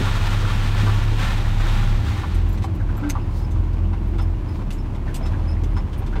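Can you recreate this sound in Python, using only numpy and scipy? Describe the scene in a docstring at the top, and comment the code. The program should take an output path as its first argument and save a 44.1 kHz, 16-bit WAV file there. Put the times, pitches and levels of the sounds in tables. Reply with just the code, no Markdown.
"""A forest track, the microphone inside a vehicle following a dump truck that spreads gravel.
Ahead, stone pours in a dense rush, rings the steel dump body and runs out. Both engines drone on
over the rumble and crunch of tyres on loose stone. Close by, the cab jolts on the fresh gravel:
its body knocks, the floor thuds, loose parts clack and tinkle, and the trim squeaks."""
import sys
import numpy as np
from scipy import signal
from scipy.fft import rfft, irfft, next_fast_len
from scipy.io import wavfile

SR = 44100
rng = np.random.default_rng(int(sys.argv[2]) if len(sys.argv) > 2 else 0)


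def transcribe(u):
    """Save the signal u as a 16-bit wav file named by the first command-line argument.

    u: samples, shape (n,) or (channels, n), limited to [-1, 1]; the rate is SR.
    q: integer samples, one column per channel.
    """
    v = np.clip(np.atleast_2d(u).T, -1, 1)
    q = np.round(v * 32767).astype(np.int16)
    wavfile.write(sys.argv[1], SR, q)


N = 273420
TIME = np.arange(N) / SR

# spectrum of the falling stone: frequency_hz, gain_db
POUR_COLOUR = [(120, -4), (175, 10), (260, -25), (380, -4.5), (700, -4.5), (850, -0.5), (1400, -2.5),
               (3650, -7), (5000, -15), (8500, -22), (10600, -30), (13000, -28), (16000, -36)]
# resonances of the steel dump body: pitch_hz, gain_db
DUMP_BODY_MODES = [(1000, 1), (1160, 0), (1380, 9), (1740, 6), (2480, 3), (3236, -1), (3700, 1)]
# slumps of the load that swell the flow: start_s, level_db
SLUMPS = [(0.762, -35), (1.168, -31.5), (1.581, -35), (1.72, -43), (2.04, -40)]
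# exhaust of the truck ahead: time_s, firing_hz, level_db
TRUCK_DRONE = [(0, 100.5, -26.5), (.3, 101.1, -21), (.7, 102.2, -24.5), (.95, 102.6, -19.5),
               (1.33, 107.8, -26.5), (1.5, 105.5, -21), (1.68, 106.9, -26.5), (1.85, 106, -23),
               (2.13, 104.4, -25.5), (2.38, 101.7, -48), (2.6, 101.7, -26), (3.35, 106.1, -32.5),
               (4.1, 104, -40), (6.2, 95.1, -32.5)]
# throttle presses in the following vehicle: start_s, length_s, target_firing_hz
THROTTLE = [(1.94, 0.78, 42.35), (3.242, 1.07, 42.52), (5.165, .6, 41.22)]
# spells when its engine labours and the cab booms: start_s, length_s, level_db, growth_db_per_s
BOOMS = [(0, 1.97, -22, 2), (2.303, 0.31, -16, -21), (3.484, 0.85, -19.5, -3.5), (5.099, 0.22, -25, 21),
         (5.57, 0.244, -22, 8), (6.017, 0.32, -22.5, 10)]
# spectrum of the road rumble in the cab: frequency_hz, gain_db
ROAD_COLOUR = [(15, -26.5), (32, -3), (55, 2), (90, 7), (160, -6), (205, -4.5), (260, -14), (330, -10),
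               (400, -16), (900, -62)]
# spectrum of stones under the tyres: frequency_hz, gain_db
CRUNCH_COLOUR = [(250, 4), (400, -6), (520, -0.5), (750, -2), (970, 0), (1300, -8), (1900, -13),
                 (2600, -14.5), (4000, -22.5), (5000, -26), (10500, -37), (16000, -46)]
# rough patches of track: start_s, length_s, boost_db
ROUGH_PATCHES = [(2.846, 0.31, 2.5), (5.05, 0.31, 2.5), (5.862, 0.39, 1.5)]
# knocks of the body around the microphone: start_s, level_db, ring_hz, ring_over_body_db, t60_s
KNOCKS = [(.068, -23, 1150, 2, 0.069), (0.499, -28.5, 1170, 7, 0.095), (0.867, -27.5, 1065, 13, 0.2),
          (2.235, -22, 1030, 7, 0.046), (2.643, -17.5, 910, 13, 0.03), (3.03, -36.5, 1370, -14, 0.34),
          (3.153, -24.5, 990, 12, 0.1), (3.932, -31.5, 983.4, 2, 0.075), (4.187, -30.5, 930, -2, 0.14),
          (5.21, -35, 640, 8, 0.2), (5.767, -31, 980, 0.5, 0.12), (6.022, -31.5, 800, 2, 0.072),
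          (6.157, -30, 920, -4, 0.11)]
# modes of the following vehicle's body: pitch_hz, gain_db, t60_s
BODY_MODES = [(410, -6, 0.043), (615, 31.5, 0.04), (836, 29.5, 0.032), (1000, 29, 0.085),
              (1280, 29.5, 0.012), (1590, 2, 0.012), (2150, 1, 0.0098)]
# heavy jolts through the floor: start_s, level_db, ring_hz
THUDS = [(.002, -19.5, 202), (.425, -31, 426), (0.829, -23, 183), (.86, -27.5, 338.1), (1.115, -31, 360),
         (5.072, -25.5, 210), (5.629, -25, 201.1), (6.162, -27.5, 385)]
# loose parts clacking close by: start_s, level_db, t60_s, ring_hz
CLACKS = [(2.345, -46.5, 0.064, 9300), (2.576, -43, 0.056, 3330), (2.621, -43.5, 0.1, 3700),
          (2.638, -38.5, 0.066, 3880), (2.75, -53, .04, 14810), (3.092, -40, 0.039, 11600),
          (3.0986, -24, 0.015, 6200), (3.508, -52, 0.12, 6300), (3.731, -49, 0.03, 3960),
          (4.183, -42.5, 0.057, 3320), (4.218, -50, 0.036, 8560), (4.705, -36.5, .04, 4010),
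          (4.724, -48, 0.14, 7080), (4.948, -45.5, 0.061, 2970), (5.143, -34.5, .05, 7100),
          (5.158, -40, .07, 8100), (5.259, -41, 0.083, 3720), (5.636, -44.5, 0.047, 5000),
          (5.767, -46, .1, 3400), (5.93, -44.5, .09, 3120), (6.063, -44.5, 0.079, 3535)]
# spectrum of a clack before its tilt: frequency_hz, gain_db
CLACK_COLOUR = [(500, -26), (1200, 6), (1600, 6), (3000, 7), (5000, 1.5), (8500, 0), (10500, -9),
                (12500, -2.5), (14000, -11), (16000, -24)]
# single stones under the wheels: start_s, level_db, ring_hz
CLATTERS = [(2.798, -36.5, 1501), (2.89, -37, 1380), (2.974, -39, 1290), (3.185, -44, 2603),
            (3.552, -38, 960), (4.589, -37, 1070), (5.076, -33.5, 1644), (5.33, -38.5, 1547),
            (6.125, -34.5, 1490)]
# small metal parts in the cab: start_s, level_db, first_mode_hz, second_mode_hz
TINKLES = [(2.487, -47, 13050, 7400), (2.526, -48, 12900, 7400), (2.967, -48, 13000, 7530),
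           (4.074, -59, 11940, 9170), (5.733, -61, 9150, 11750), (5.979, -45, 9090, 11850)]
# squeaks of the trim: start_s, length_s, pitch_hz, level_db
SQUEAKS = [(3.207, 0.024, 5140, -68), (3.406, 0.049, 5150, -61), (4.18, 0.046, 5180, -56),
           (4.47, 0.056, 5110, -61), (4.775, .025, 5260, -60), (5.224, 0.052, 5190, -53.5),
           (5.475, 0.045, 5140, -52.5), (5.751, 0.023, 5240, -52.5)]
# soft scuffs in the cab: peak_s, level_db
SCUFFS = [(2.09, -50), (2.55, -57), (3.38, -49.5), (4.56, -56)]

FLOW_DB, THINNING_DB_PER_S, RUN_OUT_S, RUN_OUT_DB_PER_S = -30, 5, 2.3, 30
WHINE_TOP_S, WHINE_HALF_S, WHINE_HZ, WHINE_SAG_HZ = 1.8, 0.57, 810, 28.25
WHINE_DB, WHINE_FADE_DB = -45.5, 7.5
CRAWL_HZ, REV_UP_S, REV_DOWN_S, COASTING_DB = 32.06, 0.16, 0.42, -27
CAB_RESONANCE_HZ, CAB_HALF_WIDTH_HZ, OFF_THROTTLE_DB = 88.2, 6.5, -5.5
ROAD_DB, CRUNCH_DB = -26.5, -40.5
CLACK_PIVOT_HZ, CLACK_SNAP_DB, CLACK_RING_DB = 5600, 14.5, -10.5
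SQUEAK_GLIDE_PER_S, SQUEAK_TRAIL_S, SQUEAK_FADE_DB_PER_S = 0.29, 0.014, 112


def amp(db):
    """Decibels to gain."""
    return 10 ** (np.asarray(db) / 20)


def unit(x):
    """Scales to rms 1."""
    return x / np.sqrt(np.mean(x ** 2) + 1e-20)


def phase_of(hz):
    """Running phase of a changing pitch, in radians."""
    return 2 * np.pi * np.cumsum(hz) / SR


def add(mix, start_s, sound):
    """Mixes a sound in at start_s."""
    part = mix[max(round(start_s * SR), 0):][:len(sound)]
    part += sound[:len(part)]


def spell(start_s, length_s, rise_s, fall_s):
    """An envelope that ramps up, holds to the end of its length and dies away."""
    age = TIME - start_s
    return np.clip(age / rise_s, 0, 1) * np.exp(-np.maximum(age - length_s, 0) / fall_s)


def colour(x, points):
    """Causal filter through points of frequency_hz, gain_db."""
    size = next_fast_len(len(x) + SR // 2)
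    hz, db = np.transpose(points)
    bins_hz = abs(np.fft.fftfreq(size, 1 / SR))
    log_gain = np.log(amp(np.interp(np.log(bins_hz + 1), np.log(hz + 1), db)))
    minimum_phase = np.exp(np.conj(signal.hilbert(log_gain)))
    return np.fft.ifft(np.fft.fft(x, size) * minimum_phase).real[:len(x)]


def drift(hz):
    """Slow random motion of rms 1, up to about the given rate."""
    lowpass = np.exp(-(np.fft.rfftfreq(N, 1 / SR) / hz) ** 2)
    return unit(irfft(rfft(rng.standard_normal(N)) * lowpass, N))


def ring(x, hz, t60):
    """One damped mode, with gain 1 at its centre."""
    r = np.exp(-np.log(1000) / (t60 * SR))
    return 2 * signal.lfilter([1 - r], [1, -r * np.exp(2j * np.pi * hz / SR)], x).real


def resonate(x, hz, t60):
    """The same mode twice over, for steeper skirts, at rms 1."""
    return unit(ring(ring(x, hz, t60), hz, t60))


def impacts(per_s, spread_db):
    """Random clicks: many small, a few large."""
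    size = amp(spread_db * np.minimum(rng.exponential(1, N), 4.5))
    return unit(size * rng.choice([-1, 1], N) * (rng.random(N) < per_s / SR))


def chatter(t60, rise_s, grain):
    """Rapid uneven contacts and, separately, the envelope of their dying burst."""
    t = np.arange(SR // 3) / SR
    noise = rng.standard_normal(len(t))
    roughness = np.exp(grain * np.repeat(rng.standard_normal(len(t)), 64)[:len(t)])
    fade = (1 - np.exp(-t / rise_s)) * np.exp(-np.log(1000) * t / t60)
    return unit(noise * roughness), fade


def stray_stones(per_s, low_hz, high_hz, t60, db, start_s):
    """Irregular hits from start_s on, each at its own pitch and up to 10 dB above db."""
    out = np.zeros(N)
    slots = np.arange(start_s, N / SR, 1 / per_s)
    for s, (late, pitch, size) in zip(slots, rng.random((len(slots), 3))):
        force, fade = chatter(t60, rise_s=t60 / 20, grain=0.78)
        hz = low_hz * (high_hz / low_hz) ** pitch
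        add(out, s + late / per_s, amp(db + 10 * size) * resonate(force, hz, t60=0.004) * fade)
    return out


def gravel_pour():
    """Ahead, stones ring the steel body and land among larger lumps; the flow thins and runs out."""
    grains = impacts(per_s=5000, spread_db=1) + amp(-4) * rng.standard_normal(N)
    landing = unit(colour(grains, POUR_COLOUR))
    lumps = unit(stray_stones(per_s=45, low_hz=900, high_hz=1900, t60=0.05, db=0, start_s=0))
    strikes = impacts(per_s=1100, spread_db=2.5)
    modes = sum(amp(db) * ring(strikes, hz, t60=0.071) for hz, db in DUMP_BODY_MODES)
    wander_hz = 17.67 * drift(5.8)  # the modes shift as the load slides
    steel = unit((signal.hilbert(modes) * np.exp(1j * phase_of(wander_hz))).real)
    run_out_db = RUN_OUT_DB_PER_S * np.maximum(TIME - RUN_OUT_S, 0)
    steady = amp(FLOW_DB - THINNING_DB_PER_S * TIME - run_out_db)
    slumps = sum(amp(db) * spell(s, length_s=0.14, rise_s=0.029, fall_s=0.12) for s, db in SLUMPS)
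    flow = np.hypot(steady, slumps) * amp(0.87 * drift(25))
    return flow * (landing + amp(-8.5) * steel + amp(-12) * lumps)


def dump_truck():
    """The exhaust drones up the track; as the truck tips, a thin whine arches in pitch and level."""
    times, firing_hz, level_db = np.transpose(TRUCK_DRONE)
    exhaust = np.sin(phase_of(np.interp(TIME, times, firing_hz)))
    drone = amp(np.interp(TIME, times, level_db)) * exhaust * (1 + 0.17 * drift(9.9))
    arch = np.minimum(((TIME - WHINE_TOP_S) / WHINE_HALF_S) ** 2, 10)
    whine_hz = (WHINE_HZ - WHINE_SAG_HZ * arch) * (1 + 0.0055 * drift(37))
    whine = amp(WHINE_DB - WHINE_FADE_DB * arch) * np.sin(phase_of(whine_hz))
    return np.sqrt(2) * (drone + whine)


def revs():
    """The near engine's firing rate climbs quickly under throttle and sinks slowly to a crawl."""
    hz = np.full(N, CRAWL_HZ)
    for s, length, target_hz in THROTTLE:
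        pressed_s = np.clip(TIME - s, 0, length)
        released_s = np.maximum(TIME - s - length, 0)
        climb = target_hz + (np.interp(s, TIME, hz) - target_hz) * np.exp(-pressed_s / REV_UP_S)
        hz = np.where(TIME < s, hz, CRAWL_HZ + (climb - CRAWL_HZ) * np.exp(-released_s / REV_DOWN_S))
    return hz


def near_engine():
    """From the cab: the firing tone booms under load, its octave where it meets the cab's resonance."""
    hz = revs()
    phase = phase_of(hz * (1 + 0.0055 * drift(8.3)))
    boom = sum(amp(db + growth * np.clip(TIME - s, 0, length))
               * spell(s, length, rise_s=0.053, fall_s=0.045) for s, length, db, growth in BOOMS)
    coasting = amp(COASTING_DB) * (1 + 0.42 * drift(4.8))
    firing = np.maximum(boom, coasting) * np.sin(phase) * (1 + 0.12 * drift(4))
    detuning = (2 * hz - CAB_RESONANCE_HZ) / CAB_HALF_WIDTH_HZ
    cab_gain = amp(-29.5) + amp(-27) / (1 + detuning ** 2)
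    throttle = sum(spell(s, length, REV_UP_S, fall_s=0.045) for s, length, _ in THROTTLE)
    octave_gain = cab_gain * amp(OFF_THROTTLE_DB * (1 - throttle))
    octave = octave_gain * np.sin(2 * phase + 1) * (1 + 0.09 * drift(4.5))
    upper_orders = sum(np.sin(k * phase) * (1 + drift(6.1) / 2) for k in range(3, 8))
    hum = 3 * np.sin(7.68 * phase)
    upper_gain = amp(-49.5 + 0.5 * (hz - 49))  # faint, rising with the revs
    return np.sqrt(2) * (firing + octave + upper_gain * (upper_orders + hum))


def road_rumble():
    """Tyres on loose stone shake the cab."""
    return amp(ROAD_DB) * unit(colour(rng.standard_normal(N), ROAD_COLOUR))


def tyre_crunch():
    """Below the cab, stones grind in clumps, harder on rough patches, and some knock together."""
    clumps = impacts(per_s=1500, spread_db=3.8) * amp(2.5 * drift(28))
    grinding = unit(colour(clumps + amp(5.5) * rng.standard_normal(N), CRUNCH_COLOUR))
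    pebbles = stray_stones(per_s=24, low_hz=650, high_hz=3000, t60=0.06, db=-53, start_s=RUN_OUT_S)
    boost_db = sum(db * spell(s, length, rise_s=0.081, fall_s=0.34) for s, length, db in ROUGH_PATCHES)
    return amp(boost_db) * (amp(CRUNCH_DB + 0.37 * drift(1.13)) * grinding + pebbles)


def body_knocks():
    """Each jolt strikes and then rattles the body's modes, and one panel rings at its own pitch."""
    out = np.zeros(N)
    padding = signal.butter(2, 3800, fs=SR, output="sos")  # a padded contact dulls the blow
    for s, db, hz, ring_db, t60 in KNOCKS:
        force, fade = chatter(t60, rise_s=0.0032, grain=0.07)
        strike = 8 * signal.unit_impulse(len(force), SR // 500)
        blow = signal.sosfilt(padding, force * fade + strike)
        body = sum(amp(mode_db) * ring(blow, f, decay) for f, mode_db, decay in BODY_MODES)
        knock = unit(unit(body) + amp(ring_db) * resonate(blow, hz, t60=0.007))
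        add(out, s - 0.002, amp(db) * knock * np.sqrt(np.mean(fade ** 2)))
    return out


def floor_thuds():
    """Heavy jolts shake the floor: dull, rough and quickly damped."""
    out = np.zeros(N)
    for s, db, hz in THUDS:
        force, fade = chatter(t60=0.2, rise_s=0.0055, grain=0.24)
        add(out, s, amp(db) * resonate(force, hz, t60=0.012) * fade)
    return out


def panel_boom(start_s=3.005, length_s=0.12, pitch_hz=292, level_db=-20):
    """On one jolt a broad panel swells into a short hollow boom."""
    out = np.zeros(N)
    t = np.arange(round(length_s * SR)) / SR
    add(out, start_s, amp(level_db) * np.hanning(len(t)) * np.sin(2 * np.pi * pitch_hz * t))
    return out


def loose_clacks():
    """Hard loose parts near the microphone snap, chatter and ring; smaller ones sound brighter."""
    out = np.zeros(N)
    for s, db, t60, hz in CLACKS:
        force, fade = chatter(t60, rise_s=0.00012, grain=0.18)
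        force += amp(CLACK_SNAP_DB) * signal.unit_impulse(len(force), SR // 1000)
        tilt_db_per_octave = 5.5 * np.log2(hz / CLACK_PIVOT_HZ)
        shape = [(f, gain + tilt_db_per_octave * np.log2(f / CLACK_PIVOT_HZ)) for f, gain in CLACK_COLOUR]
        clack = unit(colour(force, shape)) + amp(CLACK_RING_DB) * resonate(force, hz, t60=0.0019)
        add(out, s, amp(db) * unit(clack) * fade)
    return out


def stone_clatters():
    """Single stones shift against their neighbours: a gritty burst with one broad resonance."""
    out = np.zeros(N)
    for s, db, hz in CLATTERS:
        force, fade = chatter(t60=0.12, rise_s=0.0039, grain=0.16)
        grit = amp(-12) * unit(colour(force, POUR_COLOUR))
        add(out, s, amp(db) * (resonate(force, hz, t60=0.0056) + grit) * fade)
    return out


def metal_tinkles():
    """Small metal parts tick and ring, each with two high modes."""
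    out = np.zeros(N)
    for s, db, first_hz, second_hz in TINKLES:
        force, fade = chatter(t60=0.049, rise_s=0.001, grain=0.3)
        modes = resonate(force, first_hz, t60=0.005) + amp(-3) * resonate(force, second_hz, t60=0.005)
        add(out, s, amp(db) * unit(modes + force / 2) * fade)
    return out


def trim_squeaks():
    """The trim sticks and slips: a rough, gliding chirp with a weak octave above and below."""
    out = np.zeros(N)
    waver = 0.013 * drift(310)
    grip = amp(6.4 * drift(97))
    for s, length, hz, db in SQUEAKS:
        span = (TIME > s) & (TIME < s + length + SQUEAK_TRAIL_S)
        age = TIME[span] - s
        glide = SQUEAK_GLIDE_PER_S * (1 + rng.standard_normal() / 2) * (age - length / 2)
        phase = phase_of(hz * (1 + glide + waver[span]))
        tone = np.sin(phase) + amp(-20) * np.sin(2 * phase) + amp(-10) * np.sin(phase / 2)
        fade = amp(-SQUEAK_FADE_DB_PER_S * age) * signal.windows.tukey(len(age), 0.4)
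        add(out, s, amp(db) * unit(tone * grip[span] * fade))
    return out


def scuffs(rise_db_per_s=179, fall_db_per_s=172):
    """Soft, bright scuffs swell and die away in the cab."""
    level = sum(amp(db - np.maximum(rise_db_per_s * (s - TIME), fall_db_per_s * (TIME - s)))
                for s, db in SCUFFS)
    bright = [(1500, -20), (4200, 1), (8000, -9.5), (11000, -12), (15000, -13)]  # frequency_hz, gain_db
    return level * unit(colour(impacts(per_s=30000, spread_db=1), bright))


def cab_reflections(x, t60, wet_db):
    """The direct sound, then dense, quickly dying reflections off the windows."""
    t = np.arange(SR // 4) / SR
    echoes = rng.standard_normal(len(t)) * (rng.random(len(t)) < 2000 / SR)
    taps = echoes * (t > 0.003) * np.exp(-np.log(1000) * t / t60)
    return x + amp(wet_db) * signal.fftconvolve(x, taps / np.linalg.norm(taps))[:N]


def scene():
    """One microphone in the cab: engines, road and stone outside; rattles, thuds and scuffs inside."""
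    rattles = body_knocks() + loose_clacks() + trim_squeaks() + metal_tinkles()
    rattles = cab_reflections(rattles, t60=0.076, wet_db=1.5)
    outside = near_engine() + dump_truck() + road_rumble()
    outside += gravel_pour() + tyre_crunch() + stone_clatters()
    inside = rattles + floor_thuds() + panel_boom() + scuffs()
    return (outside + inside)[None]


def record(dry):
    """The recorder's band limit takes off the highest treble."""
    lowpass = signal.firwin(511, cutoff=15850, window=("kaiser", 9), fs=SR)
    return signal.oaconvolve(dry, lowpass[None], "same")


dry = scene()
out = record(dry)
transcribe(out)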